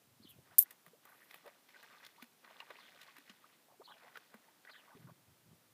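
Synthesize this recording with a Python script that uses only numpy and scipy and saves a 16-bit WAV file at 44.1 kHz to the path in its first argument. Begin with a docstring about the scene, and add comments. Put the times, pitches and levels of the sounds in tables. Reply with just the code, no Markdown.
"""A dog wades in the shallows of a pond some metres away: paws slap, plunge and spit spray, trapped air
rings as bubbles, and the legs push up sloshes and gurgles. A small bird repeats a twisting chirp.
Light wind bumps the microphone and two thin rustles pass over a quiet outdoor hush.
Right at the microphone something hard snaps once, bright and loud, like a handled casing."""
import sys
import numpy as np
from scipy import signal
from scipy.fft import rfft, irfft
from scipy.io import wavfile
from scipy.ndimage import uniform_filter1d

SR = 44100
rng = np.random.default_rng(int(sys.argv[2]) if len(sys.argv) > 2 else 0)


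def log_audio(samples):
    """Write samples as a 16-bit WAV file to the path given in sys.argv[1]."""
    # one column per channel
    frames = np.atleast_2d(samples).T
    # limit to full scale, then quantise
    limited = np.clip(frames, -1, 1)
    pcm = np.round(limited * 32767).astype(np.int16)
    wavfile.write(sys.argv[1], SR, pcm)


N = 252693
TIME = np.arange(N) / SR

# Paws striking the water; closing_db is the water falling back, relative to the strike.
# start_s, slap_db, centre_hz, t60_s, closing_db, spray_db
PAW_FALLS = [(0.707, -50, 1684, 0.042, -12, -40), (0.863, -47, 1080, 0.024, -9, -49),
             (1.052, -53, 1130, 0.027, -19, -46), (1.31, -46.5, 2180, 0.012, -14, -53),
             (1.342, -40.5, 1470, 0.011, -10, -44.5), (1.461, -49, 1260, 0.02, 2.5, -56.5),
             (1.688, -51, 2230, 0.036, -5, -65), (1.828, -47, 1700, 0.0096, -11, -52),
             (2.048, -46.5, 3300, 0.019, 2.5, -51), (2.224, -42.5, 2280, 0.018, -11, -46),
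             (2.446, -46, 1340, 0.015, -20, -70), (2.508, -51, 1020, 0.012, -20, -70),
             (2.6035, -39.5, 1870, 0.0072, -19.5, -56), (2.703, -39.5, 1005, 0.048, -19, -54.5),
             (3.014, -44, 3320, 0.029, -4.5, -50.5), (3.166, -47, 1650, 0.014, 1, -52),
             (3.296, -44.5, 2800, 0.032, -11, -56.5), (3.98, -55, 1730, 0.022, -18, -72),
             (4.156, -44, 1510, 0.0094, 6.5, -57.5), (4.341, -43, 1060, 0.014, -26, -54),
             (4.65, -49, 1480, 0.021, -20, -74), (4.695, -45, 1340, 0.035, -21, -74)]
CLOSING_S = 0.016  # the water falls back this long after a paw


def undb(db):
    """Decibels to gain."""
    return 10 ** (np.asarray(db) / 20)


def unit(x):
    """Scale to rms 1."""
    return x / np.sqrt(np.mean(x ** 2))


def add(out, start_s, sound):
    """Mix a sound in at its start time."""
    start = int(np.clip(start_s * SR, 0, N - 1))
    out[start:start + len(sound)] += sound[:N - start]


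def colour(x, points, size=4096):
    """Minimum-phase EQ through (Hz, dB) points, so nothing rings ahead of an attack."""
    hz, db = np.transpose(points)
    bin_hz = np.fft.rfftfreq(size, 1 / SR) + 1
    log_gain = np.log(undb(np.interp(np.log(bin_hz), np.log(hz), db)))
    cepstrum = irfft(log_gain)[:size // 2]
    cepstrum[1:] *= 2
    impulse = irfft(np.exp(rfft(cepstrum, size)))
    return signal.fftconvolve(x, impulse)[:len(x)]


def band(x, low_hz, high_hz, order=2):
    """Band-pass."""
    sos = signal.butter(order, [low_hz, min(high_hz, SR / 2 - 1)], "band", fs=SR, output="sos")
    return signal.sosfilt(sos, x)


def walk(per_s):
    """A random modulator gliding between values with a spread of 1."""
    knots = np.arange(0, TIME[-1] + 1, 1 / per_s)
    return np.interp(TIME, knots, rng.standard_normal(N)[:len(knots)])


def fade(t60, size):
    """Exponential decay, 60 dB down after t60 seconds."""
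    return np.exp(-np.log(1000) * TIME[:size] / max(t60, 1 / SR))


def swell(start_s, length_s, attack_s, release_s):
    """An envelope that rises, holds to the end of its length, then dies away."""
    t = TIME - start_s
    return np.clip(t / attack_s, 0, 1) * np.exp(-np.clip((t - length_s) / release_s, 0, 20))


def hush(level_db=-69.5):
    """A quiet, barely wavering bed of open air and microphone hiss."""
    # Tone of the bed: frequency_hz, gain_db
    spectrum = [(30, -46), (59, -24.5), (90, -13), (130, -3.5), (243, 1), (420, -3), (1150, -5.5),
                (1870, -8.5), (3400, -9.5), (6890, -13), (14300, -11.5), (15500, -11.5)]
    return undb(level_db + 0.29 * walk(11)) * unit(colour(rng.standard_normal(N), spectrum))


def wind(flutter_db=3, crackle_db=-15):
    """Small eddies bump briefly and unevenly against the microphone, with a faint crackle."""
    # Puffs of wind: start_s, length_s, level_db, centre_hz
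    puffs = [(0.04, 0.53, -75.5, 122), (0.199, 0.023, -64.5, 200), (0.243, 0.0085, -57.5, 206),
             (0.358, 0.0063, -63, 172), (0.38, 0.0051, -57, 167), (4.949, 0.009, -58, 183),
             (4.974, 0.072, -64, 150), (5.041, 0.083, -59, 155), (5.122, 0.72, -79, 130.7),
             (5.265, 0.065, -71, 122.7), (5.459, 0.032, -68, 151), (5.511, 0.02, -61, 160)]
    eddies = rng.standard_normal(N) * undb(flutter_db * walk(120))
    crackle = unit(band(rng.standard_normal(N) * undb(6 * walk(200)), 200, 420))
    out = np.zeros(N)
    for start_s, length_s, db, hz in puffs:
        shape = swell(start_s, length_s, attack_s=0.0018, release_s=0.00722)
        rumble = unit(band(eddies, hz * 0.75, hz * 1.2))
        puff = shape * (rumble + undb(crackle_db) * crackle)
        out += undb(db) * puff * np.linalg.norm(shape) / np.linalg.norm(puff)
    return band(out, 75, 900)


def bird(upper_ratio=1.13, upper_db=-3, warble_hz=290):
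    """A raspy, warbling chirp that swoops twice; the two sides of the syrinx sing slightly apart."""
    # Contour of one chirp: offset_s, pitch_hz, gain_db
    chirp = [(0, 3200, -14), (.010, 4000, -2), (.019, 4300, -1), (.033, 3500, 0), (.046, 2950, -6),
             (.059, 3150, 1), (.070, 3750, 0), (.084, 3000, 1), (.104, 2800, -2), (.122, 2500, -16)]
    # The bird's calls: start_s, level_db
    calls = [(0.218, -67), (2.78, -69.5), (3.833, -66), (4.696, -67.5)]
    out = np.zeros(N)
    offset_s, hz, db = np.transpose(chirp)
    t = TIME[:int(offset_s[-1] * SR)]
    for start_s, call_db in calls:
        for ratio, voice_db in ((1, 0), (upper_ratio, upper_db)):
            waver = .03 * walk(900)[:len(t)] + .025 * np.sin(2 * np.pi * warble_hz * t)
            pitch_hz = ratio * np.interp(t, offset_s, hz) * (1 + waver)
            rasp_db = 4.5 * walk(260)[:len(t)]
            level_db = call_db + voice_db + np.interp(t, offset_s, db) + rasp_db
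            add(out, start_s, undb(level_db) * np.sin(2 * np.pi * np.cumsum(pitch_hz) / SR))
    return out


def rustle(attack_s=0.022, release_s=0.0074):
    """Thin, bright, uneven rustles pass."""
    # Swells of high hiss: start_s, length_s, level_db
    rustles = [(0.284, 0.025, -59.5), (1.08, 0.3, -75)]
    flutter_db = 3 * walk(45) + 3 * walk(400)
    envelope = sum(undb(db) * swell(start_s, length_s, attack_s, release_s)
                   for start_s, length_s, db in rustles)
    return envelope * undb(flutter_db) * unit(band(rng.standard_normal(N), 10400, 14400))


def bubble(hz, t60, octaves_per_s):
    """Trapped air rings and glides in pitch; a climb is a bubble nearing the surface."""
    t = TIME[:int(t60 * SR) + 2]
    phase = 2 * np.pi * np.cumsum(hz * 2 ** (octaves_per_s * t)) / SR
    attack = 1 - np.exp(-2 * hz * t)
    return np.sin(phase) * fade(t60, len(t)) * attack


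def droplets(low_hz, high_hz, cycles, rise_octaves, count, spread_db=15):
    """A steady shower of small bubbles of mixed sizes, rms 1."""
    out = np.zeros(N)
    for when, pitch, life, loud in rng.random((count, 4)):
        hz = low_hz * (high_hz / low_hz) ** pitch
        t60 = cycles * (.5 + life) / hz
        add(out, when * N / SR, bubble(hz, t60, rise_octaves / t60) * undb(spread_db * loud ** 2))
    return unit(out)


def sloshing(lap_db=2.2, surge_db=1.3, spray_db=-18, fizz_db=-10):
    """Each push of a leg churns the water to a dense swish, sheds small bubbles and throws spray."""
    # Legs pushing through the water: start_s, length_s, level_db, centre_hz
    strokes = [(0.441, 0.09, -72, 1390), (0.614, 0.068, -72, 1800), (1.016, 0.24, -72.5, 1690),
               (1.293, 0.079, -71, 2190), (1.425, 0.058, -64.5, 1100), (1.715, 0.25, -64.5, 2130),
               (1.995, 0.26, -73, 2360), (2.423, 0.33, -66, 1560), (2.75, 0.45, -66.5, 2120),
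               (3.232, 0.3, -73.5, 2120), (3.921, 0.29, -68.5, 1700), (4.298, 0.015, -63.5, 1090),
               (4.41, 0.15, -75.5, 826), (4.644, 0.39, -72.5, 1600)]
    burble = undb(-4.5) * droplets(700, 2600, cycles=12, rise_octaves=.3, count=1800)
    churn = droplets(350, 8000, cycles=5, rise_octaves=.1, count=9000)
    lapping = undb(lap_db * walk(46) + surge_db * walk(27))  # quick gulps on slower surges
    water = band(churn + burble, 400, 6500) * lapping
    spray = unit(band(churn, 3000, 16370, order=1))
    out, effort = np.zeros(N), np.zeros(N)
    for start_s, length_s, db, hz in strokes:
        shape = swell(start_s, length_s, attack_s=0.0262, release_s=0.069)
        active = shape > 1e-3
        swish = unit(band(water[active], hz * 0.8, hz * 2.78, order=1))
        out[active] += undb(db) * shape[active] * swish
        effort += undb(db) * shape
    # foam fizzes on between pushes that follow each other closely
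    foam = uniform_filter1d(effort, size=11000)
    fizz = unit(band(rng.standard_normal(N) * undb(3.77 * walk(250)), 2300, 5440))
    return out + undb(spray_db) * effort * spray + undb(fizz_db) * foam * fizz


def gurgles(bubbles_per_s=330, spread_octaves=.33, cycles=19, rise_octaves=0.17, scatter_db=1.5):
    """A moving leg folds air under, and it breaks into a quick run of bubbles of similar size."""
    # Bubble clusters: start_s, length_s, level_db, pitch_hz
    clusters = [(0.51, 0.036, -65.5, 1190), (1.055, .05, -67, 1110), (1.116, .035, -66.5, 1400),
                (1.201, .04, -67, 1730), (1.453, 0.026, -58.5, 663), (1.738, 0.021, -64.5, 1810),
                (1.831, 0.022, -60.5, 1650), (1.9, 0.077, -64.5, 1500), (2.449, 0.038, -65, 1140),
                (2.986, 0.053, -66, 1700), (3.683, 0.066, -68, 920), (3.81, 0.01234, -56.5, 740),
                (3.887, 0.04, -58.5, 1013), (3.936, 0.036, -67, 784), (4.017, 0.078, -64, 845),
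                (4.67, 0.037, -60, 1860), (4.738, 0.023, -62, 1540), (4.876, 0.073, -63.5, 1155),
                (5.07, .04, -63, 1110)]
    out = np.zeros(N)
    for start_s, length_s, db, hz in clusters:
        cluster = np.zeros(N)
        count = int(length_s * bubbles_per_s) + 1
        for k, (late, pitch, loud) in enumerate(rng.standard_normal((64, 3))[:count]):
            bubble_hz = hz * 2 ** (spread_octaves * pitch)
            t60 = cycles / bubble_hz
            blip = undb(scatter_db * loud) * bubble(bubble_hz, t60, rise_octaves / t60)
            add(cluster, start_s + (k + late / 2) * length_s / count, blip)
        out += undb(db) * cluster * np.sqrt(length_s * SR / np.sum(cluster ** 2))
    return out


def snap(rebound_s=0.00048, rebound_db=-8, knock_s=0.59, knock_db=-32, scrape_s=0.587):
    """A hard edge slips in quick jerks, each ringing the casing very briefly, then scrapes to rest."""
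    # Resonance of the casing: frequency_hz, gain_db
    casing = [(410, -53), (700, -28.5), (1050, -46.5), (2370, -34), (2730, -31.5), (6340, -21.5),
              (9720, -9.5), (11800, 0.5), (13600, 3.5), (15500, -15)]
    # Slips of the edge: start_s, peak_db
    jerks = [(0.5842, -4), (0.5870, -5), (0.5898, -3), (0.5913, -4), (0.5932, -6), (0.6262, -19)]
    out = np.zeros(N)
    for start_s, db in jerks:
        for bounce in range(3):  # every jerk chatters on, weaker each time
            push = .1 * rng.standard_normal(1024) * fade(.003, size=1024)
            push[0] = 1
            slip = colour(push, casing)
            late_s = bounce * rebound_s * rng.uniform(.7, 1.3)
            add(out, start_s + late_s, undb(db + bounce * rebound_db) * slip / np.abs(slip).max())
    # the heaviest jerk also knocks the body
    knock = band(fade(t60=0.0017, size=4096), 114.6, 12000, order=1)
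    add(out, knock_s, undb(knock_db) * knock)
    grit = rng.standard_normal(N) * undb(1.4 * walk(1300))
    scrape_db = -24 - 316 * np.maximum(TIME - scrape_s, 0)  # falls 316 dB a second
    shape = swell(scrape_s, length_s=.046, attack_s=0.0045, release_s=0.0045)
    return out + undb(scrape_db) * shape * unit(colour(grit, casing))


def paws(entry_s=0.014, entry_db=-13, wetting_s=0.0013, hollow_db=-7, ring_t60_at_1khz=0.038):
    """Each paw slaps open a briefly ringing hollow and the water closes over it; trapped air rings."""
    # Air pockets and drips: start_s, pitch_hz, level_db, glide_octaves_per_s
    pockets = [(0.87, 162, -50.5, 2), (0.933, 433, -54, 17.5), (0.947, 543, -58, 15),
               (1.457, 421, -47.5, 18.5), (1.762, 1540, -50, 1), (2.182, 890, -52, 16),
               (2.197, 1130, -52, 8), (2.225, 252.4, -43, -5), (2.508, 619.5, -54, 4),
               (2.6025, 2780, -39.5, 8), (2.605, 1030, -44.5, 11), (2.625, 880, -47, 8),
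               (2.704, 335, -55, 15), (2.787, 1000, -49, 17), (3.085, 1110, -50, 0), (3.185, 268, -55, 5),
               (3.298, 226, -46, -11), (3.442, 1146, -49.5, 36), (3.797, 352, -47, 32),
               (3.877, 934, -49, 12), (3.908, 806, -48, 7), (4.158, 1445, -40, -26), (4.172, 427, -58, 0),
               (4.345, 225.6, -44, -4), (4.483, 843, -54.5, 13), (4.762, 1686, -49, 15),
               (4.966, 399, -50.5, 2), (5.086, 980, -50.5, 22)]
    out = np.zeros(N)
    lead = 2048  # samples in which the paw shoves water ahead of it before it strikes
    entry = undb(entry_db) * np.exp(-TIME[:lead] / entry_s)[::-1]
    attack = (1 - np.exp(-TIME[:4096] / wetting_s)) ** 2
    for start_s, db, hz, t60, closing_db, _ in PAW_FALLS:
        burst = fade(t60, size=4096) * attack
        shape = np.concatenate([entry, burst / burst.max()])
        for hit_s, hit_db in ((start_s, db), (start_s + CLOSING_S, db + closing_db)):
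            splash = band(rng.standard_normal(len(shape)) * shape, hz * 0.34, hz * 1.6, order=1)
            slap = band(splash, 197, hz * 3.16)
            add(out, hit_s - (lead / SR + wetting_s / 2), undb(hit_db) * slap / np.abs(slap).max())
            hollow = bubble(hz * rng.uniform(.9, 1.1), t60, octaves_per_s=12)
            add(out, hit_s, undb(hit_db + hollow_db) * hollow)
    for start_s, hz, db, glide in pockets:
        t60 = ring_t60_at_1khz * (1000 / hz) ** 0.49  # bigger, deeper bubbles ring longer
        add(out, start_s, undb(db) * bubble(hz, t60, glide))
    # so small a source radiates almost no deep bass
    return band(out, 215, 5500)


def spray_ticks(t60=0.025, attack_s=.002):
    """Faint, ragged spits of spray as the paws strike and the water closes."""
    out = np.zeros(N)
    shape = fade(t60, size=4096) * (1 - np.exp(-TIME[:4096] / attack_s))
    for start_s, _, _, _, closing_db, db in PAW_FALLS:
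        for hit_s, peak_db in ((start_s, db), (start_s + CLOSING_S, db + closing_db)):
            grit = rng.standard_normal(len(shape)) * undb(3 * np.repeat(rng.standard_normal(64), 64))
            tick = band(grit * shape, 9100, 19760)
            add(out, hit_s, undb(peak_db) * tick / np.abs(tick).max())
    return out


def banks(x, t60, wet_db):
    """The pond's banks scatter back a short, dull tail."""
    tail = band(rng.standard_normal(16384) * fade(t60, size=16384), 245.6, 7500, order=1)
    return x + undb(wet_db) * signal.fftconvolve(x, tail / np.linalg.norm(tail))[:N]


def scene():
    """Mono mix: the pond at a distance, the bird farther off; snap, spray, rustle, wind and hush dry."""
    water = banks(sloshing() + gurgles() + paws(), t60=0.051, wet_db=-14)
    far_bird = banks(bird(), t60=0.096, wet_db=-5)
    return (water + far_bird + snap() + spray_ticks() + rustle() + wind() + hush())[None]


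def record(dry, top_hz=15400):
    """A steep low-pass trims the highest treble."""
    return signal.sosfilt(signal.ellip(10, .2, 75, top_hz, fs=SR, output="sos"), dry)


dry = scene()
out = record(dry)
log_audio(out)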